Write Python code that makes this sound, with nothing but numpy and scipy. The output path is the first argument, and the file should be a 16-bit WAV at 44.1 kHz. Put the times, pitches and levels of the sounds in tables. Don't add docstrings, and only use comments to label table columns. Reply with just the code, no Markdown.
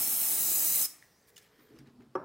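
import sys
import numpy as np
from scipy import signal
from scipy.fft import rfft, irfft, next_fast_len
from scipy.io import wavfile
from scipy.ndimage import uniform_filter1d, map_coordinates

SR = 44100
rng = np.random.default_rng(int(sys.argv[2]) if len(sys.argv) > 2 else 0)


def to_wav(s):
    ch = np.atleast_2d(s).T
    pcm = np.round(np.clip(ch, -1, 1) * 32767)
    wavfile.write(sys.argv[1], SR, pcm.astype(np.int16))


def gain_from_decibels(decibels):
    exponent = np.asarray(decibels, float) / 20
    return 10 ** exponent


N = 99048
T = np.arange(N) / SR

# start_s [s], level_db [dB], turn toward the microphone [0-1]
VALVE = [(0, -27.5, 0.12), (.2, -27.5, 0.14), (.4, -26.5, 0.67), (.6, -26, 0.87), (.82, -25, .99),
         (.842, -27.5, 0.6), (.858, -29.5, 0.4), (.878, -53, 0.7), (.9, -77, 0.9)]
VALVE_SHUT_S = VALVE[-1][0]


def evened(x):
    return x / np.sqrt(np.mean(x ** 2) + 1e-20)


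def read(points, hz):
    f, value = np.transpose(points)
    return np.interp(np.log(hz + 1), np.log(f + 1), value)


def column(table, index):
    rows = np.array(table, float)
    return np.interp(T, rows[:, 0], rows[:, index])


def add(mix, s, sound):
    part = mix[round(s * SR):][:len(sound)]
    part += sound[:len(part)]


def coloured(x, points):
    size = next_fast_len(N + 4096)
    gain = gain_from_decibels(read(points, np.fft.rfftfreq(size, 1 / SR)))
    return irfft(rfft(x, size) * gain, size)[..., :N]


def noise(points, patch_db):
    a, b, patches = rng.standard_normal((N // 128 + 5, 257, 3)).T
    patches = uniform_filter1d(patches, size=6, axis=0)
    patches = evened(uniform_filter1d(patches, size=14, axis=1))
    spectrum = (a + 1j * b) * gain_from_decibels(patch_db * patches)
    patchy = signal.istft(spectrum, nperseg=512, noverlap=384)[1][:N]
    return evened(coloured(patchy, points))


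def flicker(hz):
    slow = signal.butter(2, hz, fs=SR, output="sos")
    return evened(signal.sosfilt(slow, rng.standard_normal(N)))


def resonate(x, hz, width_hz):
    turn = np.exp(2j * np.pi * np.cumsum(hz * np.ones(len(x))) / SR)
    r = np.exp(-np.pi * width_hz / SR)
    return 2 * (turn * signal.lfilter([1 - r], [1, -r], x / turn)).real


def jet():
    # pitch_hz [Hz], level_db [dB per Hz]
    jet_away = [(35, -56), (60, -23), (100, -23), (139, -16.5), (221, -14), (306, -11), (500, -23),
                (796, -12.5), (982, -21.5), (1240, -21), (1560, -21.5), (2070, -18), (2220, -18),
                (3880, -18.5), (4160, -16), (5010, -20.5), (5380, -11), (5900, -13), (7450, -12),
                (8570, -4), (15700, -4)]
    jet_near = [(35, -59.5), (60, -19.5), (98, -27), (136, -13), (167, -17), (344, -13.5), (536, -19),
                (796, -13), (1010, -22.5), (1160, -18), (1460, -22), (2440, -16), (3070, -21), (3620, -17),
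                (4070, -13.5), (4360, -15), (5010, -13), (5500, -16.5), (6100, -5.5), (6480, -7.5),
                (7990, -3), (9400, -5.5), (15700, -1.5)]
    # start_s [s], lag_ms [ms], share [0-1]
    bounce = [(0, .92, .2), (.16, .943, .2), (.3, .975, .17), (.4, 1.012, .38), (.47, 1.028, .38),
              (.58, 1.028, .36), (.66, 1.01, .32), (.76, .98, .38), (.9, .972, .44)]
    sputter_db, patch_db = 0.6, 1.17
    bounce_low_hz = 2200
    rim_lag_ms, rim_share = .78, .12
    blast_hz, blast_end_s, blast_fall_db_per_s = 900, 0.822, 251
    closing_s, closing_length_s = .851, 0.008
    closing_hz, closing_width_hz, closing_db = 5150, 180, -40

    turn = np.clip(column(VALVE, index=2), 0, 1)
    white = noise([(40, 0), (15800, 0)], patch_db)
    away = evened(coloured(white, jet_away))
    near = evened(coloured(white, jet_near))
    hiss = (1 - turn) * away + turn * near

    lag_samples = column(bounce, index=1) * SR / 1000
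    late = map_coordinates(hiss, [np.arange(N) - lag_samples], order=5)
    high_pass = signal.butter(1, bounce_low_hz, "high", fs=SR, output="sos")
    late = signal.sosfiltfilt(high_pass, late)
    share = column(bounce, index=2)
    rim = rim_share * np.roll(hiss, round(rim_lag_ms * SR / 1000))
    hiss = (hiss + share * late + rim) / np.sqrt(1 + share ** 2)

    blast = coloured(hiss, [(blast_hz, 0), (blast_hz * 1.5, -60)])
    blast_left = gain_from_decibels(-blast_fall_db_per_s * np.maximum(T - blast_end_s, 0))
    hiss = hiss - blast * (1 - blast_left)
    level = gain_from_decibels(column(VALVE, index=1) + sputter_db * flicker(hz=250)) * (T < VALVE_SHUT_S)

    swell = np.exp(-.5 * ((T - closing_s) / closing_length_s) ** 2)
    closing = evened(resonate(white, closing_hz, closing_width_hz)) * swell
    return hiss * level + gain_from_decibels(closing_db) * closing


def knock():
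    # pitch_hz [Hz], level_db [dB, relative], t60_s [s to fall 60 dB]
    bench = [(298, -17, 0.24), (372, -0.5, 0.1), (529, -1.5, 0.063), (760, -8, 0.069), (911, -12, 0.14),
             (1161, 2, 0.057), (1310, -22, 0.099), (1428, -6.5, 0.039), (1655, -20.5, 0.091),
             (1694, -33, 0.21), (2110, -39, 0.22), (5432, -46, 0.12)]
    # pitch_hz [Hz], level_db [dB per Hz]
    crack_colour = [(200, -43), (500, 0), (2000, 4.5), (3700, -11), (4300, -26), (5500, -16), (6500, -24),
                    (15800, -31)]
    blur_colour = [(40, -39), (114, 3.5), (190, -5.5), (280, 9.5), (400, -3), (550, 4.5), (680, -1.5),
                   (930, 1), (1150, 2.5), (1450, -2.5), (1750, -11), (1950, -29), (2250, -21), (2550, -30),
                   (3000, -44), (5000, -70)]
    knock_s, modes_db = 2.152, -24
    crack_db, crack_t60_s = -40, 0.033
    blur_db, blur_t60_s = -35.5, 0.33
    crack_rise_s, modes_rise_s, blur_rise_s = .0015, .0065, .012

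    t = np.maximum(T - knock_s, 0)

    def rise(length_s):
        return np.sin(np.pi / 2 * np.minimum(t / length_s, 1))

    modes = np.zeros(N)
    for k, (hz, db, t60) in enumerate(bench):
        sign = (-1) ** k
        modes += sign * gain_from_decibels(db - 60 * t / t60) * np.sin(2 * np.pi * hz * t)
    crack = gain_from_decibels(crack_db - 60 * t / crack_t60_s) * noise(crack_colour, patch_db=0.0)
    blur = gain_from_decibels(blur_db - 60 * t / blur_t60_s) * noise(blur_colour, patch_db=2.5)
    swelling_modes = rise(modes_rise_s) ** 1.2 * gain_from_decibels(modes_db) * modes
    return rise(crack_rise_s) * crack + swelling_modes + rise(blur_rise_s) ** 2 * blur


def fingers():
    # start_s [s], length_s [s], level_db [dB], tilt [dB per octave above 1000 Hz]
    rubs = [(1.269, 0.039, -63, 6), (1.384, 0.1, -68, 1.5), (1.415, 0.025, -78, 5),
            (1.591, 0.026, -73, -12), (1.471, 0.32, -72, -2.5), (1.747, 0.089, -70, -3),
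            (1.85, 0.062, -68.5, -6.5), (2.001, 0.045, -72, -4)]
    # pitch_hz [Hz], level_db [dB per Hz]
    rub_colour = [(410, -38), (700, -9), (1020, -6), (1210, -9.5), (1720, -2), (2090, -4.5), (2680, -7.5),
                  (3220, -5), (15800, -19.5)]
    # start_s [s], ring_db [dB], ring_hz [Hz], snap_db [dB], t60_s [s to fall 60 dB]
    ticks = [(1.0248, -41.5, 1900, -59, 0.014), (1.3605, -60, 5140, -57, 0.053),
             (1.3658, -44.5, 2910, -53, 0.024), (1.367, -55, 6670, -68, 0.052),
             (1.378, -49.5, 3510, -47, 0.03), (1.38, -58.5, 1723, -60.5, 0.098),
             (1.596, -60, 1850, -78, 0.033), (1.776, -74, 14800, -75, .02),
             (1.787, -56, 4830, -57.5, 0.037), (1.788, -62, 5620, -70, 0.04),
             (1.802, -69, 8500, -74.5, .02), (1.872, -65, 3930, -70, .04), (2.006, -57.5, 1220, -75, .025),
             (2.02, -66.5, 2090, -76, .04), (2.021, -74, 15000, -78, .015), (2.064, -80, 14500, -76, .015),
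             (2.155, -55, 5500, -67, 0.043)]
    snap_low_hz, snap_high_hz = 2286, 9800
    tick_rise_s = 0.00089

    out = np.zeros(N)
    grain = noise(rub_colour, patch_db=3.0) * gain_from_decibels(2.5 * flicker(hz=200))
    for s, length, db, tilt_db in rubs:
        stroke = np.sqrt(np.sin(np.pi * np.clip((T - s) / length, 0, 1)) + 1e-12)
        tilted = coloured(grain, [(1000, 0), (16000, 4 * tilt_db)])
        out = out + gain_from_decibels(db) * stroke * evened(tilted)

    t = np.arange(4000) / SR
    snap_band = signal.butter(1, [snap_low_hz, snap_high_hz], "band", fs=SR, output="sos")
    for s, db, hz, snap_db, t60 in ticks:
        snap, blur = rng.standard_normal((2, len(t)))
        snap = evened(signal.sosfilt(snap_band, snap))
        ring = np.sin(2 * np.pi * hz * t) + 0.24 * evened(resonate(blur, hz, width_hz=970))
        envelope = np.minimum(t / tick_rise_s, 1) * gain_from_decibels(-60 * t / t60)
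        add(out, s, envelope * (gain_from_decibels(db) * ring + gain_from_decibels(snap_db) * snap))
    return out


def whistle():
    # start_s [s], pitch_hz [Hz]
    pitch = [(1.3, 12500), (1.335, 12800), (1.36, 12800), (1.42, 12500), (1.49, 12250), (1.53, 13500),
             (1.575, 13550), (1.61, 14050), (1.635, 14230), (1.655, 13950), (1.69, 13100), (1.72, 12700),
             (1.8, 12500)]
    # [dB, relative]
    line_table = [(1, 0), (1.052, -3), (.85, -16), (.8, -14), (.73, -16), (.65, -15)]
    # start_s [s], level_db [dB]
    loudness = [(1.3, -100), (1.335, -86), (1.36, -88), (1.42, -90), (1.49, -88), (1.53, -84), (1.575, -84),
                (1.63, -74), (1.655, -79), (1.69, -87), (1.72, -87), (1.78, -89), (1.8, -100)]
    width_hz, waver_share, break_db = 45, .0015, 2.5
    halo_hz, halo_db = 1500, -10

    white = rng.standard_normal(N)
    hz = column(pitch, index=1)
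    lines = np.zeros(N)
    for ratio, db in line_table:
        broken_level = gain_from_decibels(db + break_db * flicker(hz=15))
        wavering_hz = ratio * hz * (1 + waver_share * flicker(hz=17))
        lines += broken_level * evened(resonate(white, wavering_hz, width_hz))
    halo = resonate(resonate(white, hz, halo_hz), hz, halo_hz)
    sound = lines + gain_from_decibels(halo_db) * evened(halo)
    sounding = (T > pitch[0][0]) * (T < pitch[-1][0])
    return sound * gain_from_decibels(column(loudness, index=1)) * sounding


def rumble():
    # pitch_hz [Hz], level_db [dB per Hz]
    bed_colour = [(29, -47), (50, -8.5), (86, -26), (135, -3), (168, -17), (236, -0.5), (394, -10),
                  (578, -29), (716, -25), (1500, -31), (1950, -60), (3300, -120)]
    # start_s [s], level_db [dB]
    bed_level = [(1.55, -72), (1.568, -78), (1.594, -65), (1.682, -74), (1.706, -63), (1.766, -53.5),
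                 (1.792, -61), (1.816, -57), (1.894, -58.5), (1.922, -65), (2.008, -55), (2.11, -71),
                 (2.125, -65)]
    # start_s [s], level_db [dB], pitch_hz [Hz], t60_s [s to fall 60 dB]
    bumps = [(1.588, -57, 304, 0.15), (1.703, -52, 297, .2), (1.74, -51.5, 323.5, 0.19),
             (1.76, -57.5, 484, .1), (1.79, -53.5, 137, 0.36), (1.809, -67, 250, 0.18),
             (1.865, -53, 238.5, 0.3), (1.87, -60, 399, 0.19), (1.952, -53.5, 239, 0.3),
             (1.995, -52.5, 131, 0.24), (2.005, -52, 390, 0.12), (2.05, -54, 227, 0.19),
             (2.085, -61, 131, 0.68)]
    bed_trim_db, bump_rise_s = -2, 0.0055

    bed = gain_from_decibels(bed_trim_db + column(bed_level, index=1)) * noise(bed_colour, patch_db=1.3)
    out = bed * (T > bed_level[0][0])
    t = np.arange(SR // 4) / SR
    for s, db, hz, t60 in bumps:
        rise = np.sin(np.pi / 2 * np.minimum(t / bump_rise_s, 1)) ** 2
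        add(out, s, rise * gain_from_decibels(db - 60 * t / t60) * np.sin(2 * np.pi * hz * t))
    return out


def drag():
    # start_s [s], low_db [dB], high_db [dB]
    levels = [(1.0, -87, -87), (1.022, -99, -69), (1.158, -86.5, -92), (1.186, -91, -78), (1.332, -71, -76),
              (1.374, -74, -71), (1.518, -73, -80), (1.774, -64.5, -80), (1.792, -81, -66),
              (1.836, -78, -92), (1.866, -67, -78), (1.95, -92, -101)]
    low_hz, low_width_hz = 433, 79
    high_hz, high_width_hz = 1850, 660

    low, high = rng.standard_normal((2, N))
    low = resonate(resonate(low, low_hz, low_width_hz), low_hz, low_width_hz)
    high = resonate(resonate(high, high_hz, high_width_hz), high_hz, high_width_hz)
    both = evened(low) * gain_from_decibels(column(levels, index=1)) + evened(high) * gain_from_decibels(column(levels, index=2))
    return both * (T > levels[0][0]) * (T < levels[-1][0])


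def fizz():
    # pitch_hz [Hz], level_db [dB per Hz]
    fizz_colour = [(2500, -14), (5000, 4.5), (8000, -0.5), (12000, -5), (15800, -1.5)]
    level_db, t60_s = -65, 2.37
    t = T - VALVE_SHUT_S
    return noise(fizz_colour, patch_db=3.5) * gain_from_decibels(level_db - 60 * t / t60_s) * (t > 0)


def air():
    # pitch_hz [Hz], level_db [dB per Hz]
    air_colour = [(15, -47.5), (30, -9), (133, -2), (425, -7), (812, -11.5), (1120, -12.5), (1930, -20.5),
                  (2590, -21.5), (3390, -21.5), (5100, -21), (5900, -28), (9000, -28), (15800, -33.5)]
    level_db = -70
    return gain_from_decibels(level_db) * noise(air_colour, patch_db=0.7)


def room(x):
    # pitch_hz [Hz], t60_s [s to fall 60 dB]
    ring_time = [(100, 0.68), (500, 0.56), (2000, 0.84), (4200, 0.366), (5300, 0.46), (6300, 0.39),
                 (8000, 0.38), (15000, 0.26)]
    hz, t, z = signal.stft(rng.standard_normal(SR // 2), SR, nperseg=128)
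    decay = gain_from_decibels(-60 * t / read(ring_time, hz)[:, None])
    tail = signal.istft(z * decay, SR, nperseg=128)[1]
    return signal.fftconvolve(x, tail / np.linalg.norm(tail))[:N]


def widened(mid):
    # pitch_hz [Hz], level_db [dB]
    width = [(40, -48.5), (4000, -52), (4300, 2), (5500, -0.5), (7000, -4.5), (9000, -4.5), (15800, -4)]
    # pitch_hz [Hz], share [0-1]
    loud_share = [(4200, .99), (5600, .99), (6500, .55), (7500, .3), (8300, .09), (15800, .07)]
    quiet_share = [(4200, .02), (7000, .08), (10000, .2), (13000, .2), (15800, .08)]
    loud_db = -56

    hz, t, z = signal.stft(mid, SR, nperseg=512)
    turns = rng.random(z.shape)
    lots = np.kron(rng.random((len(t) // 6 + 1, 33)), np.ones((6, 8)))[:len(t), :len(hz)].T
    slope_power = uniform_filter1d(np.gradient(mid) ** 2, size=1024)
    loud = np.interp(t, T, slope_power) > gain_from_decibels(2 * loud_db)
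    share = np.where(loud, read(loud_share, hz)[:, None], read(quiet_share, hz)[:, None])
    scrambled = z * np.exp(2j * np.pi * turns)
    patches = scrambled * (lots < share) * gain_from_decibels(read(width, hz))[:, None]
    side = signal.istft(patches, SR, nperseg=512)[1][:N]
    return np.array([mid + side, mid - side])


def scene():
    room_db, knock_room_db = -11.5, -15.5
    near = jet() + fingers()
    thud = knock()
    mid = near + gain_from_decibels(room_db) * room(near) + thud + gain_from_decibels(knock_room_db) * room(thud)
    return widened(mid + whistle() + rumble() + drag() + fizz() + air())


def low_pass(x):
    return signal.sosfilt(signal.butter(12, 16920, fs=SR, output="sos"), x)


def record(dry):
    # pitch_hz [Hz], level_db [dB]
    mic = [(40, 0), (13000, 0.5), (14800, 2.5), (15700, 1)]
    edge_hz = 15880
    edge = signal.firwin(511, edge_hz, window=("kaiser", 9), fs=SR)
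    mix = signal.oaconvolve(coloured(dry, mic), edge[None], "same")
    return low_pass(mix)


dry = scene()
out = record(dry)
to_wav(out)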